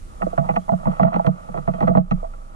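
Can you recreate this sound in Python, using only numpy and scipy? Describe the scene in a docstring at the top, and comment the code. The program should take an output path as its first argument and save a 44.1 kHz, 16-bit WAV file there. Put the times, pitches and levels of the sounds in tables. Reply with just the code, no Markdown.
"""Knocks and rubbing excite the damped modes of a handled camera's casing, which shakes its two
microphones nearly in opposition. Below, the light mount booms through three low modes and sways slowly
as narrow-band noise, over a rumble. In open scrubland at dusk a far bird chirps faintly as gliding sines
over the microphones' coloured hiss. A gain control ducks after the loudest blows."""
import sys
import numpy as np
from scipy import signal
from scipy.fft import rfft, irfft
from scipy.io import wavfile
from scipy.ndimage import uniform_filter1d

SR = 44100
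rng = np.random.default_rng(int(sys.argv[2]) if len(sys.argv) > 2 else 0)


def wav_record(signal):
    """Record a signal, one row per channel, as 16-bit PCM in the file named by sys.argv[1]."""
    frames = np.transpose(np.atleast_2d(signal))
    bounded = np.clip(frames, -1, 1)
    # unit amplitude maps onto the largest positive 16-bit level
    quanta = np.round(bounded * 32767).astype(np.int16)
    wavfile.write(sys.argv[1], SR, quanta)


N = 112455

# Hiss spectrum. Each row: frequency in Hz, relative density in dB.
HISS_COLOUR = [(600, -2), (1500, 0.5), (2500, -4), (4700, -7), (7000, -5), (9500, -6), (11000, -9.5),
               (12200, -13.5), (14000, -40)]
# Stereo balance of the hiss. Each row: frequency in Hz, left minus right in dB.
HISS_PAN = [(300, -5), (2000, 2.5), (4000, -2.5), (7500, -5), (10000, -8), (13600, 3)]
HISS_TREBLE_DB, HISS_SINK_DB_PER_S = -59, 2.08  # starting level of the part above 2500 Hz; its fall

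# Far chirps. Each row: start in seconds, length in seconds, first frequency in Hz, last frequency in Hz,
# level in dB before flicker and panning.
CHIRPS = [(0.584, 0.064, 3080, 3400, -69.5), (1.54, .05, 3370, 3080, -68), (1.737, 0.0393, 3360, 3100, -64)]
FLICKER_DEPTH, FLICKER_S = 0.7, 0.004  # rms share of the level; averaging time

# Rumble of air and hands. Each row: time in seconds, level in dB before panning.
RUMBLE = [(0.0, -43.5), (0.08, -42), (0.09, -42), (0.5, -39), (0.64, -45.5), (0.67, -46), (1.25, -45),
          (1.27, -41.5), (1.42, -47.5), (1.7, -44), (1.8, -45), (1.87, -39), (2.43, -48.5), (2.55, -45)]
# Rumble spectrum. Each row: frequency in Hz, relative level in dB.
RUMBLE_COLOUR = [(20, -11.5), (45, 4), (70, 3), (110, -8.5), (200, -10), (400, -20), (900, -37),
                 (3000, -73)]
RUMBLE_CORRELATION, RUMBLE_PAN_DB = 0.18, -4.5  # between left and right; left minus right

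# Slow sway of the mount. Each row: time in seconds, level in dB before panning.
SWAY = [(0.0, -22), (0.11, -46.5), (0.21, -33.5), (0.37, -41.5), (0.6, -35), (0.63, -70), (0.68, -34),
        (0.73, -65), (0.81, -34), (1.43, -46.5), (1.45, -51), (1.5, -39.5), (1.71, -38), (1.76, -38),
        (2.01, -35.5), (2.11, -26.5), (2.22, -28), (2.55, -42)]
SWAY_HZ, SWAY_WIDTH_HZ, SWAY_PAN_DB = 26.59, 1.5, -3

# Knocks on the casing. Each row: start in seconds, casing level in dB before KNOCK_DB, hardness in dB per
# octave, rattle length in seconds, lift of dull modes in dB, lift of woody modes in dB, lift of top modes
# in dB, upper boom in dB before BOOM_DB, lower boom in dB before BOOM_DB.
KNOCKS = [(0.207, -27, -13, 0.003, 4, -3, -3, -42, -47),
          (0.218, -18, 5, 0.0069, 4, -5.5, -22, -29.5, -43.5),
          (0.228, -26.5, 1.5, 0.0017, -7, 12, -24, -28.5, -61),
          (0.263, -25.5, -6, 0.0021, 17, -12, -3, -59, -48),
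          (0.328, -22, -15, 0.0026, 7, -22, -1, -48, -57),
          (0.376, -13, -1.5, 0.0031, 1, 0.5, -1.5, -37, -24.5),
          (0.383, -14.5, -2, 0.0077, -6, -13, -6, -24.5, -18),
          (0.409, -22, -29, 0.033, -8, 3, -7, -34.5, -49),
          (0.443, -30.5, 2, 0.036, 7.5, 13, 2, -34.5, -34.5),
          (0.488, -25.5, 7.5, 0.008, 18.5, 18, -20, -30.5, -37),
          (0.493, -27.5, 8, 0.0078, 14, 12.5, -24, -71, -28),
          (0.504, -34.5, 11, 0.0088, 13, 9.5, -22, -42, -22),
          (0.537, -32.5, 1, 0.011, 10, 11, -8, -43, -43), (0.559, -23, 8.5, 0.0084, 8, -7, -18, -31.5, -55),
          (0.563, -14.5, 4.5, 0.0047, -17, 3.5, -12, -26.5, -42),
          (0.679, -23.5, -8.5, 0.0044, -19, 2, 4, -33.5, -45),
          (0.69, -12.5, -5.5, 0.0015, -26.5, 6, -19, -49, -40),
          (0.693, -11, -18, 0.0052, -16, -10.5, -9, -36, -50),
          (0.717, -15, -9, 0.0086, 4.5, -9, 17, -18.5, -20.5),
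          (0.734, -13.5, -13, 0.0029, -18.5, -6, -2, -38, -47),
          (0.798, -34.5, -4, 0.013, -7, 8.5, -7, -43.5, -37), (0.829, -28.5, -9, 0.025, 1, 2, -3, -52, -41),
          (0.854, -23.5, 0, 0.0036, -2, 8, -9, -26.5, -25),
          (0.868, -16.5, -3.5, 0.012, 8.5, 6, -8, -16.5, -23),
          (0.894, -33, -2, 0.0053, 0, 15.5, -1, -42, -36), (0.915, -33.5, 5.5, 0.024, 9, 10, -7, -50, -44),
          (0.995, -11, -1, 0.0067, 2, 3, -11.5, -21.5, -21), (1.011, -21.5, 1, 0.011, 12, 8, 4, -12.5, -34),
          (1.03, -10.5, 3, 0.0037, 10.5, -0.5, -7.5, -32, -15),
          (1.045, -10.5, -8.5, 0.0075, -6, 4, -5, -14.5, -21.5),
          (1.065, -14, -2, 0.012, -4.5, 1.5, 0, -24, -30),
          (1.08, -29.5, 7.5, 0.0057, -0.5, 14, -8, -25, -36.5),
          (1.117, -22, -15, 0.0054, 2, 10, -5.5, -49, -56),
          (1.128, -13.5, 0, 0.018, -1, -13, -12, -57, -51), (1.141, -14, 4, 0.0027, -3, 0, -9, -21, -33),
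          (1.159, -14, 0, 0.0065, 6.5, 4, 4, -22.5, -33),
          (1.193, -11.5, -6.5, 0.0039, -2, 3.5, -6, -37, -42),
          (1.244, -18, -1, 0.026, 8, -6, -13, -46, -29.5),
          (1.265, -15.5, 1.5, 0.0037, -4.5, -15, 4.5, -21, -34),
          (1.271, -15.5, -6.5, 0.011, 12.5, 4.5, 7, -16, -12.5),
          (1.486, -34, -5.5, 0.004, 12.5, 7.5, -6, -35.5, -37),
          (1.541, -21, -1, 0.024, 9.5, 0, -11, -39.5, -33.5),
          (1.573, -24.5, 2.5, 0.0096, 9.5, 6.5, -2.5, -37.5, -28.5),
          (1.675, -16, -1.5, 0.011, 7.5, 2.5, -3, -22, -20),
          (1.736, -26, 2.5, 0.013, 6, -6, 0.5, -33.5, -36), (1.781, -30.5, -15, 0.018, 2, -7, 0, -39, -44),
          (1.805, -20.5, 3.5, 0.0076, 12, 4.5, -2, -28.5, -32.5),
          (1.824, -18, 1, 0.014, 11, 5, -3, -17, -19.5), (1.87, -19, -2.5, 0.0038, 1.5, -3, -6, -21, -32),
          (1.876, -10, -0.5, 0.012, 7, -12, -1, -37.5, -23),
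          (1.892, -14.5, -31, 0.019, 5.5, 2, 9, -17, -18),
          (1.949, -9, -5, 0.0099, 6.5, 2, -10, -13.5, -20.5),
          (1.97, -6.5, -5.5, 0.011, 6.5, 1.5, 9.5, -7.5, -9.5),
          (2.004, -26.5, -25, 0.01, 5, -1, -5, -43, -46.5),
          (2.11, -23, 11, 0.0075, 15, 6, -12.5, -15.5, -16),
          (2.225, -36.5, -5, 0.0027, 13.5, 9, -4, -69, -88),
          (2.24, -27.5, -8.5, 0.007, -2, 2, -5.5, -54, -53),
          (2.335, -41.5, 5.5, 0.0053, -16, -5, -19, -87, -63)]
KNOCK_DB, FIRST_BLOW = 6, 0.41  # added to every knock; share of force in the first contact

# Fingers rubbing the casing. Each row: time in seconds, level in dB before RUB_DB or RUB_MOUNT_DB.
RUB = [(0.0, -58.5), (0.19, -46.5), (0.26, -41.5), (0.38, -40), (0.4, -38), (0.69, -52.5), (0.77, -43.5),
       (0.89, -36.5), (1.08, -38), (1.15, -33), (1.28, -42), (1.33, -40.5), (1.6, -44.5), (1.79, -40.5),
       (1.9, -38.5), (2.04, -45), (2.47, -50.5), (2.55, -45.5)]
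RUB_GRAIN_DB, RUB_PER_S = 1.5, 4000  # spread of slip sizes; mean rate of slips
RUB_DB, RUB_MOUNT_DB = -18.5, -32  # added where rubbing drives the casing, the mount

# Mount modes. Each row: frequency in Hz, 60 dB decay time in seconds, left minus right in dB, phase lead
# of the left in radians, starting phase in radians, level over its boom column in dB.
MOUNT = [(179.53, 0.14, -6, 1.11, 0.19, 5.5), (213.2, 0.051, 11, 1.62, 0.028, 6),
         (149.8, 0.11, -16.5, 2.55, 1.28, 1.5)]
BOOM_RISE_S, BOOM_DB, MOUNT_SKIRT_HZ = 0.0038, 4, 39  # half a push; added to booms; build-up bandwidth

# Casing modes. Each row: frequency in Hz, level in dB, 60 dB decay time in seconds (ring() raises it to
# at least 0.005), left minus right in dB, phase lead of the left in radians.
CASING = [(317.2, -19.5, 0.021, -20, 0.4), (503.4, -8, 0.042, -7, 3.27), (612, -24, 0.05, -13.5, 6.6),
          (665.1, 0.4, 0.06, -7.5, 3.68), (814.7, -2.5, 0.048, -1.5, 3.46), (921, -7, 0.0088, -2, 8.28),
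          (1148, -7.5, 0.051, -1.5, 3.295), (1203.5, -3.5, 0.027, 1.56, 2.725),
          (1367.4, -10, 0.019, 0.2, 8.1), (1700, -19.5, 0.012, 1.5, 2.9), (1944, -16, 0.016, -0.6, 2.22),
          (2350, -33, 0.014, -1, 2.1), (2660, -25, 0.0089, -1, 2.415), (3230, -28, 0.0041, 6.5, 1.6),
          (4110, -30.5, 0.0022, 0.5, 1.6), (5740, -41, 0.0044, -15.5, 0.55)]
# How much more rubbing drives each casing mode than a knock does. Each entry: lift in dB.
RUB_LIFT_DB = [-3, 0, 9, -9, -3.2, 1.5, 1, 4.5, 2.5, 3.5, -1, 9.5, 5.5, 5.5, 3.5, 3.5]
SOFTNESS = 0.64  # build-up bandwidth of a casing mode over its frequency
LAG_CYCLES = 1.093  # bending waves are slower the lower they are: each mode starts this many cycles late
DULL_BELOW_HZ, WOODY_HZ, TOP_ABOVE_HZ, HARDNESS_PIVOT_HZ = 620, (750, 1000), 3000, 700

KNEE_DB, SLOPE, RECOVER_DB_PER_S = -13, 0.6, 77.5  # SLOPE: dB of ducking per dB over the knee
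CLIP, EDGE_HZ = 0.993, 13750  # overload ceiling; upper band edge


def gain_of(db):
    """Convert a level in decibels to an amplitude ratio."""
    return 10 ** (np.asarray(db) / 20)


def evened(x):
    """Normalise to unit root-mean-square."""
    return x / np.sqrt(np.mean(x ** 2) + 1e-20)


def panned(left_minus_right_db):
    """Split a level difference evenly into a left and a right gain."""
    return gain_of([[left_minus_right_db / 2], [-left_minus_right_db / 2]])


def read(points, hz):
    """Interpolate a spectrum along a logarithmic frequency axis."""
    f, value = np.transpose(points)
    return np.interp(np.log(hz + 1), np.log(f + 1), value)


def level(curve):
    """Interpolate an envelope in decibels and return its gain over time."""
    s, db = np.transpose(curve)
    return gain_of(np.interp(np.arange(N) / SR, s, db))


def ring(force, hz, t60, pan_db, lead, skirt_hz, order=1):
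    """A damped resonance is a complex pole; broader poles at its frequency soften the build-up."""
    pole = np.exp((2j * np.pi * hz - np.log(1000) / max(t60, 0.005)) / SR)
    soft = np.exp((2j * hz - skirt_hz) * np.pi / SR)
    denominator = np.poly([pole] + order * [soft])
    # the tiny offset keeps the filter out of denormal numbers
    z = -1j * signal.lfilter([(1 - abs(soft)) ** order], denominator, force + 1e-18)
    left = (z * np.exp(1j * lead)).real
    return np.array([left, z.real]) * panned(pan_db)


def coloured(points, correlation):
    """Weighting white noise by frequency colours it; a shared part sets the stereo correlation."""
    a, b = rng.standard_normal((2, N))
    right = correlation * a + np.sqrt(1 - correlation ** 2) * b
    spectrum = rfft(np.array([a, right]))
    return irfft(spectrum * gain_of(read(points, np.fft.rfftfreq(N, 1 / SR))), N)


def hiss():
    """Microphone self-noise is random and uncorrelated left to right; here it sinks slowly."""
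    hz = np.fft.rfftfreq(N, 1 / SR)
    pan_db = read(HISS_PAN, hz)
    spectrum = rfft(coloured(HISS_COLOUR, 0)) * gain_of([pan_db / 2, -pan_db / 2])
    treble = irfft(spectrum * (hz > 2500), N)
    fade = gain_of(HISS_TREBLE_DB - HISS_SINK_DB_PER_S * np.arange(N) / SR)
    return irfft(spectrum, N) / treble.std() * fade


def bird():
    """A whistle is nearly a pure tone: sines of gliding frequency, flickering in level, to the right."""
    out = np.zeros(N)
    for s, length, from_hz, to_hz, db in CHIRPS:
        u = np.linspace(0, 1, round(length * SR))
        phase = 2 * np.pi * np.cumsum(from_hz + (to_hz - from_hz) * u) / SR
        swell = np.sin(np.pi * u) ** 0.2
        out[round(s * SR):][:len(u)] += gain_of(db) * swell * np.sin(phase)
    flicker = evened(uniform_filter1d(rng.standard_normal(N), round(FLICKER_S * SR)))
    return out * (1 + FLICKER_DEPTH * flicker) * gain_of([[-6.0], [3.0]])


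def rumble():
    """Air and hands give broad low-frequency noise, weakly correlated and uneven in level."""
    noise = evened(coloured(RUMBLE_COLOUR, RUMBLE_CORRELATION))
    return noise * level(RUMBLE) * panned(RUMBLE_PAN_DB)


def sway():
    """Noise through a narrow resonance is a very low wobble of wandering phase."""
    z = ring(rng.standard_normal(N), SWAY_HZ, 2.2 / SWAY_WIDTH_HZ, 0, 0, SWAY_HZ / 2)[0]
    # dividing by the envelope partly evens out the random swells
    z = z / (abs(signal.hilbert(z)) + 0.78 * z.std())
    return evened(z) * level(SWAY) * panned(SWAY_PAN_DB)


def mount():
    """A smooth push excites low modes, whose different frequencies beat against each other."""
    push = np.hanning(round(2 * BOOM_RISE_S * SR))
    push = push / push.sum()
    t = np.arange(len(push)) / SR
    shake = rng.standard_normal(N) * level(RUB) * gain_of(RUB_MOUNT_DB)
    out = np.zeros((2, N))
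    boom_columns = (-2, -2, -1)  # upper, upper, lower boom of KNOCKS
    for column, (hz, t60, pan_db, lead, start, db) in zip(boom_columns, MOUNT):
        force = shake.astype(complex)
        blow = push * np.exp(1j * (2 * np.pi * hz * t + start))
        for row in KNOCKS:
            force[round(row[0] * SR):][:len(push)] += gain_of(row[column] + db + BOOM_DB) * blow
        out += ring(force, hz, t60, pan_db, lead, MOUNT_SKIRT_HZ)
    return out


def rubbing():
    """Sliding friction acts as dense, randomly timed tiny slips of uneven size."""
    size = gain_of(RUB_GRAIN_DB * np.minimum(rng.exponential(1, N), 4)) * rng.standard_normal(N)
    return evened(size * (rng.random(N) < RUB_PER_S / SR))


def rattle(length):
    """An impact is an impulse of first contact followed by a short decaying burst of noise."""
    t = np.arange(2048) / SR
    u = t / max(length / 4, 2e-4)
    tail = rng.standard_normal(2048) * np.sqrt(u) * np.exp(-u / 2.64)
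    return FIRST_BLOW * (t == 0) + (1 - FIRST_BLOW) * tail / np.linalg.norm(tail)


def knock_weight_db(knock, hz):
    """The hardness of an impact sets how its force is spread over the modes."""
    _, db, hard_db, _, dull_db, woody_db, top_db, *_ = knock
    tilt_db = dull_db if hz < DULL_BELOW_HZ else hard_db * np.log2(hz / HARDNESS_PIVOT_HZ)
    woody = WOODY_HZ[0] < hz < WOODY_HZ[1]
    return db + KNOCK_DB + tilt_db + woody_db * woody + top_db * (hz > TOP_ABOVE_HZ)


def casing():
    """A struck or rubbed shell responds as a sum of its modes, neighbours driven in opposition."""
    rattles = [rattle(knock[3]) for knock in KNOCKS]
    slips = rubbing() * level(RUB) * gain_of(RUB_DB)
    out = np.zeros((2, N))
    for k, ((hz, mode_db, t60, pan_db, lead), rub_db) in enumerate(zip(CASING, RUB_LIFT_DB)):
        force = np.zeros(N + 2048)
        for knock, burst in zip(KNOCKS, rattles):
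            start = round((knock[0] + LAG_CYCLES / hz) * SR)
            force[start:][:2048] += gain_of(knock_weight_db(knock, hz)) * burst
        force = gain_of(mode_db) * (force[:N] + slips * gain_of(rub_db))
        out += (-1) ** k * ring(force, hz, t60, pan_db, lead, SOFTNESS * hz, order=2)
    return out


def scene():
    """Sounds superpose linearly."""
    return hiss() + bird() + rumble() + sway() + mount() + casing()


def record(dry):
    """Compression falls fast and recovers slowly; saturation rounds peaks; a low-pass limits the band."""
    power_db = 10 * np.log10(abs(uniform_filter1d((dry ** 2).max(0), 300)) + 1e-12)
    # the running maximum against a steady fall holds each peak and releases it linearly in dB
    fall = np.arange(N) * RECOVER_DB_PER_S / SR
    held_db = np.maximum.accumulate(power_db + fall) - fall
    over_db = np.maximum(held_db - KNEE_DB, 0)
    duck_db = SLOPE * np.roll(uniform_filter1d(over_db, 200), 250)  # acts 250 samples late
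    ducked = dry / gain_of(duck_db)
    ducked = ducked / (1 + (ducked / CLIP) ** 6) ** (1 / 6)
    low_pass = signal.firwin(511, EDGE_HZ, window=("kaiser", 9), fs=SR)
    return signal.oaconvolve(ducked, low_pass[None], "same")


dry = scene()
out = record(dry)
wav_record(out)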